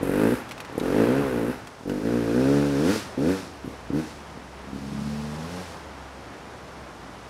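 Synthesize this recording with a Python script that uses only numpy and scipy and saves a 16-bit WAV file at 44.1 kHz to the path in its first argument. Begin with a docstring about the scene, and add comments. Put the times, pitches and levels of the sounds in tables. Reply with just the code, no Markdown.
"""On a stony forest track, a two-stroke dirt bike pulls away in bursts of throttle, coasting in between.
Each firing is a click that makes the pipe boom and bark, with noise for the rasp and the jet of gas.
Just after the throttle opens it fires unevenly; lone pops and an intake hum of a few sines join in.
The tyres are shaped noise, rolling and spraying grit; a few stones crack and ring.
The trunks add a fading tail of noise to the bike and the stones."""
import sys
import numpy as np
from scipy import signal
from scipy.fft import rfft, irfft, next_fast_len
from scipy.io import wavfile
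from scipy.ndimage import uniform_filter1d, map_coordinates

SR = 44100
rng = np.random.default_rng(int(sys.argv[2]) if len(sys.argv) > 2 else 0)


def wav_record(signal):
    """Record a signal, one row per channel, as 16-bit PCM in the file named by sys.argv[1]."""
    frames = np.transpose(np.atleast_2d(signal))
    bounded = np.clip(frames, -1, 1)
    # unit amplitude maps onto the largest positive 16-bit level
    quanta = np.round(bounded * 32767).astype(np.int16)
    wavfile.write(sys.argv[1], SR, quanta)


N = 321489

# engine speed, with one firing per turn of the crank: (time [s], speed [turns/s])
SPEED = [(0, 46), (.1, 46.6), (.26, 55), (.35, 65.3), (.57, 40), (.8, 41.3), (.9, 45.2), (.97, 53.3),
         (1.06, 58.7), (1.21, 72.4), (1.3, 64.4), (1.41, 55), (1.455, 57.6), (1.54, 69.5), (1.87, 47.5),
         (1.98, 50.8), (2.13, 60.3), (2.29, 56.1), (2.42, 65.4), (2.53, 71.3), (2.66, 72), (2.77, 68.5),
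         (2.82, 76), (2.89, 94), (2.94, 114), (3.05, 88), (3.19, 64), (3.3, 93), (3.35, 96.4), (3.45, 91),
         (3.6, 66.5), (3.8, 62), (3.88, 57), (3.985, 79.7), (4.39, 65), (4.81, 68.6), (5.2, 74),
         (5.33, 74.6), (5.52, 88), (5.6, 92), (5.74, 76.5), (6.05, 66.6), (6.8, 69), (6.96, 59), (7.29, 64)]
# tone of the exhaust pipe in the open: (frequency [Hz], level [dB])
PIPE = [(35, -28.5), (70, -13), (115, -8), (170, -6), (230, -3.5), (280, 0.8), (340, -0.6), (400, -4),
        (480, 2.5), (560, -9), (650, -13), (860, -17), (1100, -45), (4000, -83)]
# bursts of throttle: (opens [s], shuts [s], dying away [dB/s], bark over the effort [dB],
# brightening [dB/s], rasp [dB], gas jet [dB], grit [dB], grit growing [dB/s], intake [dB],
# stumbling lasts [s], rough share of misses at first [0-1])
BURSTS = [(.008, 0.336, 600, -4.5, -5, -37, -48, -53, 16, -42.5, 0.18, 0.3),
          (0.811, 1.496, 502, -4, -4.5, -38, -52.5, -51, -11, -43.5, 0.092, 0),
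          (1.855, 2.906, 270, -7, 0, -41.5, -58.5, -47.5, 9, -48.5, 0.19, 0.5),
          (3.175, 3.314, 200, -7, 21, -42.5, -61, -47.5, -4, -58, .03, 0),
          (3.641, 3.696, 300, -10, 5, -66, -63, -61, 0, -58, 0.14, .3),
          (3.916, 3.999, 700, -14.5, 62, -48.5, -62, -50.5, -8, -61, .03, 0),
          (4.67, 5.609, 262, -17.5, 28, -61.5, -72, -52, 7.5, -61, 0.51, .55)]
# how hard the engine pulls, one list for each burst: (time [s], level [dB])
EFFORT = [
    [(.01, -31), (.11, -26), (.244, -19), (.33, -22.5)],
    [(.83, -27.5), (.92, -24.5), (1.01, -19), (1.13, -22.5), (1.29, -24.5), (1.48, -25.5), (1.51, -22.5)],
    [(1.86, -31), (1.9, -25), (1.98, -29), (2.1, -22), (2.27, -23.5), (2.38, -20), (2.56, -18.5),
     (2.72, -24.5), (2.89, -19.5)],
    [(3.19, -23.5), (3.298, -20), (3.31, -21)],
    [(3.64, -35), (3.7, -41)],
    [(3.925, -33), (3.937, -21.5), (3.99, -22.5)],
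    [(4.68, -42), (4.74, -35.5), (5.06, -29.5), (5.32, -33), (5.45, -35), (5.6, -37)],
]

CROSSOVER_HZ = 345  # boom below, bark above
HIDDEN_S = 4.5  # bursts that open from here on come from behind the trees
FOREST_DB = -21  # scattered sound relative to the direct sound
TOP_HZ = 15720  # nothing is kept from here up

# uneven firing: scatter of strength when pulling cleanly, and added just after opening
EVEN_DB, STUMBLE_DB = .35, 1
JITTER = .00004  # typical timing error in s per dB of that scatter
MISS_DB = -6  # change in strength of a missed firing

PIPE_DELAY = 0.007377  # s from the first port pulse to the main blast
GULP_SHARE = .6  # the intake pulse half a turn ahead of each blast, relative to the first port pulse
SHELL_SHARE = .7  # the silencer's ringing relative to its noise
CHAMBER_HZ, CHAMBER_Q, CHAMBER_GAIN = 228, 4.3, 0.88
CONE_HZ, CONE_Q = 348.5, 5.8

BOOM_DB = -2  # the low note of the pipe relative to the effort
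RASP_DRIFT = 0.73  # share of the bark's brightening that the rasp follows

COAST_GRIT_DB = -55.5  # grit under freely rolling tyres
SPRAY_RISE_S, SPRAY_LINGER_S = 0.02, 0.027  # how long grit builds up and hangs on at time zero
SPRAY_SLOWING = 0.65  # per s of riding: both stretch as the bike draws away


def amp(db):
    """Turn decibels into gain."""
    return 10 ** (np.asarray(db) / 20)


def unit(x):
    """Scale to an average (rms) level of 1."""
    return x / np.sqrt(np.mean(x ** 2) + 1e-20)


def steady(x):
    """Hold the rms level near 1 over a few firings, leaving near-silence quiet."""
    size = int(.05 * SR)
    power = uniform_filter1d(uniform_filter1d(x * x, size), size)
    return x / np.sqrt(np.abs(power) + np.mean(x * x) / 1000)


def along(points, hz):
    """Read a value at each frequency from (frequency [Hz], value) points on a log axis."""
    f, v = np.transpose(points)
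    return np.interp(np.log(hz + 1), np.log(f + 1), v)


def curves(rows, outside=None):
    """Give one value per sample for each column after the time."""
    s, *cols = np.transpose(rows)
    return [np.interp(np.arange(N) / SR, s, c, outside, outside) for c in cols]


def wobble(rate):
    """Draw a smooth random curve with this many random points a second."""
    knots = rng.standard_normal(int(N * rate / SR) + 4)
    return map_coordinates(knots, [np.arange(N) * rate / SR])


def ring(spectrum, size=8192):
    """Work out how a body with this spectrum answers a single click, with nothing before the click."""
    level_db = along(spectrum, np.fft.rfftfreq(size, 1 / SR))
    # folding the cepstrum (the spectrum of the log spectrum) puts the energy as early as possible
    cepstrum = irfft(np.log(amp(level_db)))
    cepstrum[1:size // 2] *= 2
    cepstrum[size // 2 + 1:] = 0
    return irfft(np.exp(rfft(cepstrum)))


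def colour(x, spectrum):
    """Pass x through a body with this spectrum."""
    return signal.fftconvolve(x, ring(spectrum))[:N]


def filtered(x, response):
    """Multiply x by a gain that depends on frequency."""
    size = next_fast_len(N + SR // 2)
    gain = response(np.fft.rfftfreq(size, 1 / SR))
    return irfft(rfft(x, size) * gain, size)[..., :N]


def clicks(times, sizes):
    """Place one-sample clicks at the given times."""
    places = np.clip(np.round(times * SR).astype(int), 0, N - 1)
    return np.bincount(places, sizes, N)


def puffs(pulses, decay, base):
    """Make noise that flares at each pulse and dies down to a steady base flow."""
    flare = signal.lfilter([1], [1, -np.exp(-1 / (decay * SR))], pulses)
    return (unit(flare) + base) * rng.standard_normal(N)


def throttle(burst, attack, linger, fall_db_per_s):
    """Gain that rises as the throttle opens, holds until it shuts plus a linger, then dies away."""
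    t = np.arange(N) / SR
    opens, shuts = burst[:2]
    rise = np.clip((t - opens) / attack, 0, 1)
    return rise * amp(-fall_db_per_s * np.maximum(t - shuts - linger, 0))


def push(effort, follows, band_db):
    """Gain of a layer that follows the swings of the effort and changes level in the power band."""
    # speeds between which the engine comes on the pipe: (start [turns/s], full [turns/s])
    power_band = (78, 101.5)
    level, = curves(effort)
    swing_db = level - np.mean(effort, axis=0)[1]
    on_pipe = np.interp(curves(SPEED)[0], power_band, [0, 1])
    return amp(follows * swing_db + band_db * on_pipe)


def forest(x):
    """The trunks scatter a diffuse tail of noise that fades at its own pace in each pitch range."""
    # time to fade by 60 dB: (frequency [Hz], time [s])
    fade_times = [(100, 0.96), (300, 0.45), (1000, 0.51), (5000, 0.093), (14000, 0.027)]
    hz, t, z = signal.stft(rng.standard_normal(SR), SR, nperseg=256)
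    fade = amp(-60 * t / along(fade_times, hz)[:, None])
    tail = signal.istft(z * fade, SR, nperseg=256)[1]
    # the echoes build up gradually
    tail *= 1 - np.exp(-np.arange(len(tail)) / (0.0086 * SR))
    return signal.fftconvolve(x, tail / np.linalg.norm(tail))[:N]


def wheelspin():
    """Gain of grit thrown by the rear tyre: it builds in each burst, follows the effort, then settles."""
    spray, t = np.zeros(N), np.arange(N) / SR
    for burst, effort in zip(BURSTS, EFFORT):
        opens, shuts, *_, grit_db, growing, _, _, _ = burst
        stretch = 1 + SPRAY_SLOWING * opens
        swell = throttle(burst, SPRAY_RISE_S * stretch, SPRAY_LINGER_S * stretch, fall_db_per_s=77)
        level_db = grit_db + growing * (np.clip(t, opens, shuts) - (opens + shuts) / 2)
        spray += amp(level_db) * swell * push(effort, follows=0.57, band_db=5)
    return spray


def tyres(grain_db=1.0):
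    """Rolling tyres make a dull rush of noise; a digging rear wheel adds a grainy spray of grit."""
    # loudness of tyres and chassis rolling, before its wobble: (time [s], level [dB])
    roll_levels = [(0, -37.5), (.5, -42.5), (1.2, -33.5), (1.8, -46.5), (2.8, -38), (3.6, -42.5),
                   (4.7, -42.5), (5.5, -39.5), (5.9, -41.5), (7.29, -42.5)]
    # tone of the rolling: (frequency [Hz], level [dB])
    ground_tone = [(20, -22), (50, -2), (110, 3), (250, 1.5), (450, 1), (800, 0.5), (1100, -1.5),
                   (1600, -5.5), (2200, -10), (3500, -17.5), (7000, -32), (15000, -70)]
    # tone of the flying grit: (frequency [Hz], level [dB])
    spray_tone = [(1200, -7.5), (2500, 0), (3800, 0), (5400, 1), (7200, -5), (10000, -8), (12500, -15),
                  (15500, -26)]
    roll_gain = amp(curves(roll_levels)[0] + 0.49 * wobble(12))
    roll = roll_gain * unit(colour(rng.standard_normal(N), ground_tone))
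    grains = rng.standard_normal(N) * amp(grain_db * wobble(1000))
    grit_gain = np.hypot(amp(COAST_GRIT_DB), wheelspin())
    return roll + grit_gain * unit(colour(grains, spray_tone))


def stones(crack_t60=.05, ring_t60=.02):
    """Each kicked stone strikes with a crack of noise and a brief ringing tone (fading 60 dB in t60 s)."""
    # strikes, with the level before the mix and colouring: (time [s], level [dB], ring [Hz])
    strikes = [(0.491, -40, 3420), (0.511, -36, 2200), (0.5183, -37, 2540), (0.579, -41, 2570),
               (0.6028, -34, 2500), (0.648, -41.5, 1980), (0.7988, -35.5, 3880), (1.672, -40, 3305),
               (1.896, -39.5, 2955)]
    out, t = np.zeros(N + SR), np.arange(SR // 10) / SR
    for s, db, hz in strikes:
        crack = 0.78 * amp(-60 * t / crack_t60) * rng.standard_normal(len(t))
        tone = 0.49 * amp(-60 * t / ring_t60) * np.sin(2 * np.pi * hz * t)
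        out[round(s * SR):][:len(t)] += amp(db) * (crack + tone)
    # (frequency [Hz], level [dB])
    stone_tone = [(150, -8), (1000, 14), (3000, 9.5), (7000, 2.0), (12000, -4.0), (16000, -14)]
    return colour(out[:N], stone_tone)


def pops(thump_db=-2, crack_db=-32, crack_t60=.09):
    """Lone hard firings: each thumps through the pipe and spits a short burst of gas noise."""
    # firings, with the level before thump_db or crack_db is added:
    # (time [s], level [dB], bark relative to boom [dB])
    hard_firings = [(.030, -12.5, 0.5), (.051, -20, -5), (.0945, -10, -3), (.697, -36, 4), (.726, -29, 5),
                    (0.754, -18.5, -8), (0.779, -11, 1), (1.81, -30, -14), (1.834, -26, -10),
                    (2.96, -16.5, 2), (3.646, -21, -10), (3.677, -13.5, -21), (3.9034, -9, -40),
                    (4.374, -21, -31), (4.731, -18, -37), (4.760, -20, -30), (4.786, -22, -29),
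                    (4.842, -23, -24), (4.886, -21, -21), (4.93, -17.5, -34)]
    # tone of the spitting gas: (frequency [Hz], level [dB])
    spit_tone = [(500, -21), (1500, -13), (3000, -10), (6500, 5), (9000, 10), (12500, 14), (15500, -15)]
    s, db, bark_db = np.transpose(hard_firings)
    thump = -colour(clicks(s, amp(db + thump_db)), PIPE) / np.abs(ring(PIPE)).max()
    dull = filtered(thump, lambda hz: 1 / (1 + (hz / CROSSOVER_HZ) ** 4))
    bark = amp(np.interp(np.arange(N) / SR, s, bark_db))
    t = np.arange(SR // 10) / SR
    spit_hits = clicks(s, amp(db + bark_db + crack_db))
    spit_gain = signal.fftconvolve(spit_hits, amp(-60 * t / crack_t60))[:N]
    spit = spit_gain * unit(colour(rng.standard_normal(N), spit_tone))
    return dull + bark * (thump - dull) + spit


def firings(turns, burst):
    """Time and strength of each firing; they stumble at first, and a miss only pumps unburnt mixture."""
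    opens, *_, stumble_s, miss_share = burst
    first_turn = np.interp(opens * SR, np.arange(N), turns)
    times = np.searchsorted(turns, np.arange(first_turn, turns[-1] - 1)) / SR
    stumble = np.clip(1 - ((times - opens) / stumble_s) ** 2, 0, 1)
    scatter_db = EVEN_DB + STUMBLE_DB * stumble
    size, late, luck = rng.standard_normal((600, 3))[:len(times)].T
    missed = (1 + np.tanh(luck)) / 2 < miss_share * stumble
    return times + JITTER * scatter_db * late, amp(scatter_db * size + MISS_DB * missed)


def exhaust_levels(burst, effort):
    """Gains of boom, bark and rasp: all follow the effort, and the upper two drift as the bike turns."""
    # the boom dips briefly: (time [s], half width [s], depth [dB])
    dip_s, dip_width, dip_db = (1.287, 0.056, 6.9)
    # at low revs the boom is thin and the bark stands out: (speed [turns/s], boom level [dB])
    lugging = [(46, -1), (57, 0)]
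    opens, shuts, fall_db_per_s, bark_db, brightening, rasp_db = burst[:6]
    t = np.arange(N) / SR
    opening = throttle(burst, attack=0.0034, linger=0, fall_db_per_s=fall_db_per_s)
    pull = amp(curves(effort)[0]) * opening
    drift_db = brightening * (np.clip(t, opens, shuts) - (opens + shuts) / 2)
    dip = dip_db * np.exp(-((t - dip_s) / dip_width) ** 2)
    lug_db = np.interp(curves(SPEED)[0], *np.transpose(lugging))
    boom = pull * amp(BOOM_DB + lug_db - dip)
    bark = pull * amp(bark_db + drift_db - 0.22 * lug_db) * push(effort, follows=0.084, band_db=-1.0)
    rasp = throttle(burst, attack=0.045, linger=0.012, fall_db_per_s=116)
    rasp = rasp * push(effort, follows=0.86, band_db=5.5)
    return boom, bark, rasp * amp(rasp_db + RASP_DRIFT * drift_db)


def exhaust(burst, effort, turns, pipe, lead_share):
    """In one burst, blasts ring the pipe and rasp in the silencer; returns the sound and the blasts."""
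    # tone of the silencer's noise: (frequency [Hz], level [dB])
    rasp_tone = [(500, -44.5), (800, -12), (1000, -4.5), (1500, 1.5), (1850, -4.5), (2250, -9),
                 (2550, -5.5), (3000, -16.5), (4000, -19.5), (6500, -41), (15000, -34)]
    # tone of the silencer's ringing: (frequency [Hz], level [dB])
    shell_tone = [(450, -21.5), (680, 1.5), (860, 16.5), (1100, -7), (1500, 5.5), (1850, 1.5),
                  (2250, -12.5), (2550, -9), (3100, -13), (5000, -17), (9000, -84)]
    times, sizes = firings(turns, burst)
    blasts = clicks(times, sizes)
    boom, bark, rasp = exhaust_levels(burst, effort)
    rate = np.interp(times, *np.transpose(SPEED))
    # weaker pulses run ahead of each blast and favour the even harmonics; they fade out at high revs
    apart = sizes * np.clip((100 - rate) / 22, 0, 1) * lead_share
    leads = clicks(times - PIPE_DELAY, apart) + GULP_SHARE * clicks(times - .5 / rate, apart)
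    note = -colour(blasts + leads, pipe)
    # the expansion chamber rings on between the blasts
    chamber = signal.iirpeak(CHAMBER_HZ, CHAMBER_Q, SR)
    note = note + CHAMBER_GAIN * signal.lfilter(*chamber, note)
    # the tapered pipe delays the middle of the note, so each blast spreads out in time
    cone = signal.iirpeak(CONE_HZ, CONE_Q, SR)
    note = note - 2 * signal.lfilter(*cone, note)
    low = filtered(note, lambda hz: 1 / (1 + (hz / CROSSOVER_HZ) ** 12))
    ringing = unit(colour(blasts + leads, shell_tone))
    hiss = unit(colour(puffs(blasts, decay=0.014, base=0.29), rasp_tone))
    shell = SHELL_SHARE * ringing + hiss
    sound = boom * steady(low) + bark * steady(note - low) + rasp * steady(shell)
    return sound, blasts * (boom > amp(-70))  # only blasts loud enough to matter


def engine():
    """Bursts sound through the pipe, with a jet of gas at each blast and an intake hum at the crank rate."""
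    # tone of the pipe behind the trees: (frequency [Hz], level [dB])
    muffled_pipe = [(40, -21), (75, -8), (145, -2.5), (180, 13.5), (225, -3), (265, 7.5), (310, -26),
                    (370, -14), (440, -7.5), (520, -8), (680, -21), (1000, -16), (4000, -67)]
    # tone of the gas jet: (frequency [Hz], level [dB])
    gas_tone = [(2500, -54), (6500, -10), (8500, -3), (11000, 1), (13000, -2.5), (15500, -13)]
    # the low hum that carries once the bike is far away, before its wobble: (time [s], level [dB])
    far_hum = [(2.7, -72), (3.15, -50), (4.2, -49), (5.2, -49), (5.85, -46.5), (6.4, -50), (7.29, -53)]
    turns = np.cumsum(curves(SPEED)[0]) / SR
    pipe, blasts, jet_gain, intake_gain = np.zeros((4, N))
    for burst, effort in zip(BURSTS, EFFORT):
        opens, *_, jet_db, _, _, intake_db, _, _ = burst
        if opens < HIDDEN_S:
            sound, fired = exhaust(burst, effort, turns, PIPE, lead_share=0.3)
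        else:
            sound, fired = exhaust(burst, effort, turns, muffled_pipe, lead_share=0.07)
        pipe, blasts = pipe + sound, blasts + fired
        jet_swell = throttle(burst, attack=0.013, linger=0.018, fall_db_per_s=172)
        jet_gain += amp(jet_db) * jet_swell * push(effort, follows=0.37, band_db=10)
        intake_swell = throttle(burst, attack=0.026, linger=0.018, fall_db_per_s=200)
        intake_gain += amp(intake_db) * intake_swell
    jet = jet_gain * steady(colour(puffs(blasts, decay=0.015, base=0.26), gas_tone))
    crank = 2 * np.pi * turns
    third = .35 * amp(3.5 * wobble(6)) * np.sin(3 * crank)
    fourth = .3 * amp(3.5 * wobble(6)) * np.sin(4 * crank)
    hum = np.sin(crank) + .18 * np.sin(2 * crank) + third + fourth
    hum_gain = np.hypot(intake_gain, amp(curves(far_hum)[0])) * amp(wobble(10))
    return pipe + jet + hum_gain * unit(hum)


def scene():
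    """The bike and stones sound among the trees, with the tyres added dry."""
    bike = engine() + pops() + stones()
    return (bike + amp(FOREST_DB) * forest(bike) + tyres())[None]


def record(dry):
    """Remove everything from the band limit up."""
    return filtered(dry, lambda hz: hz < TOP_HZ)


dry = scene()
out = record(dry)
wav_record(out)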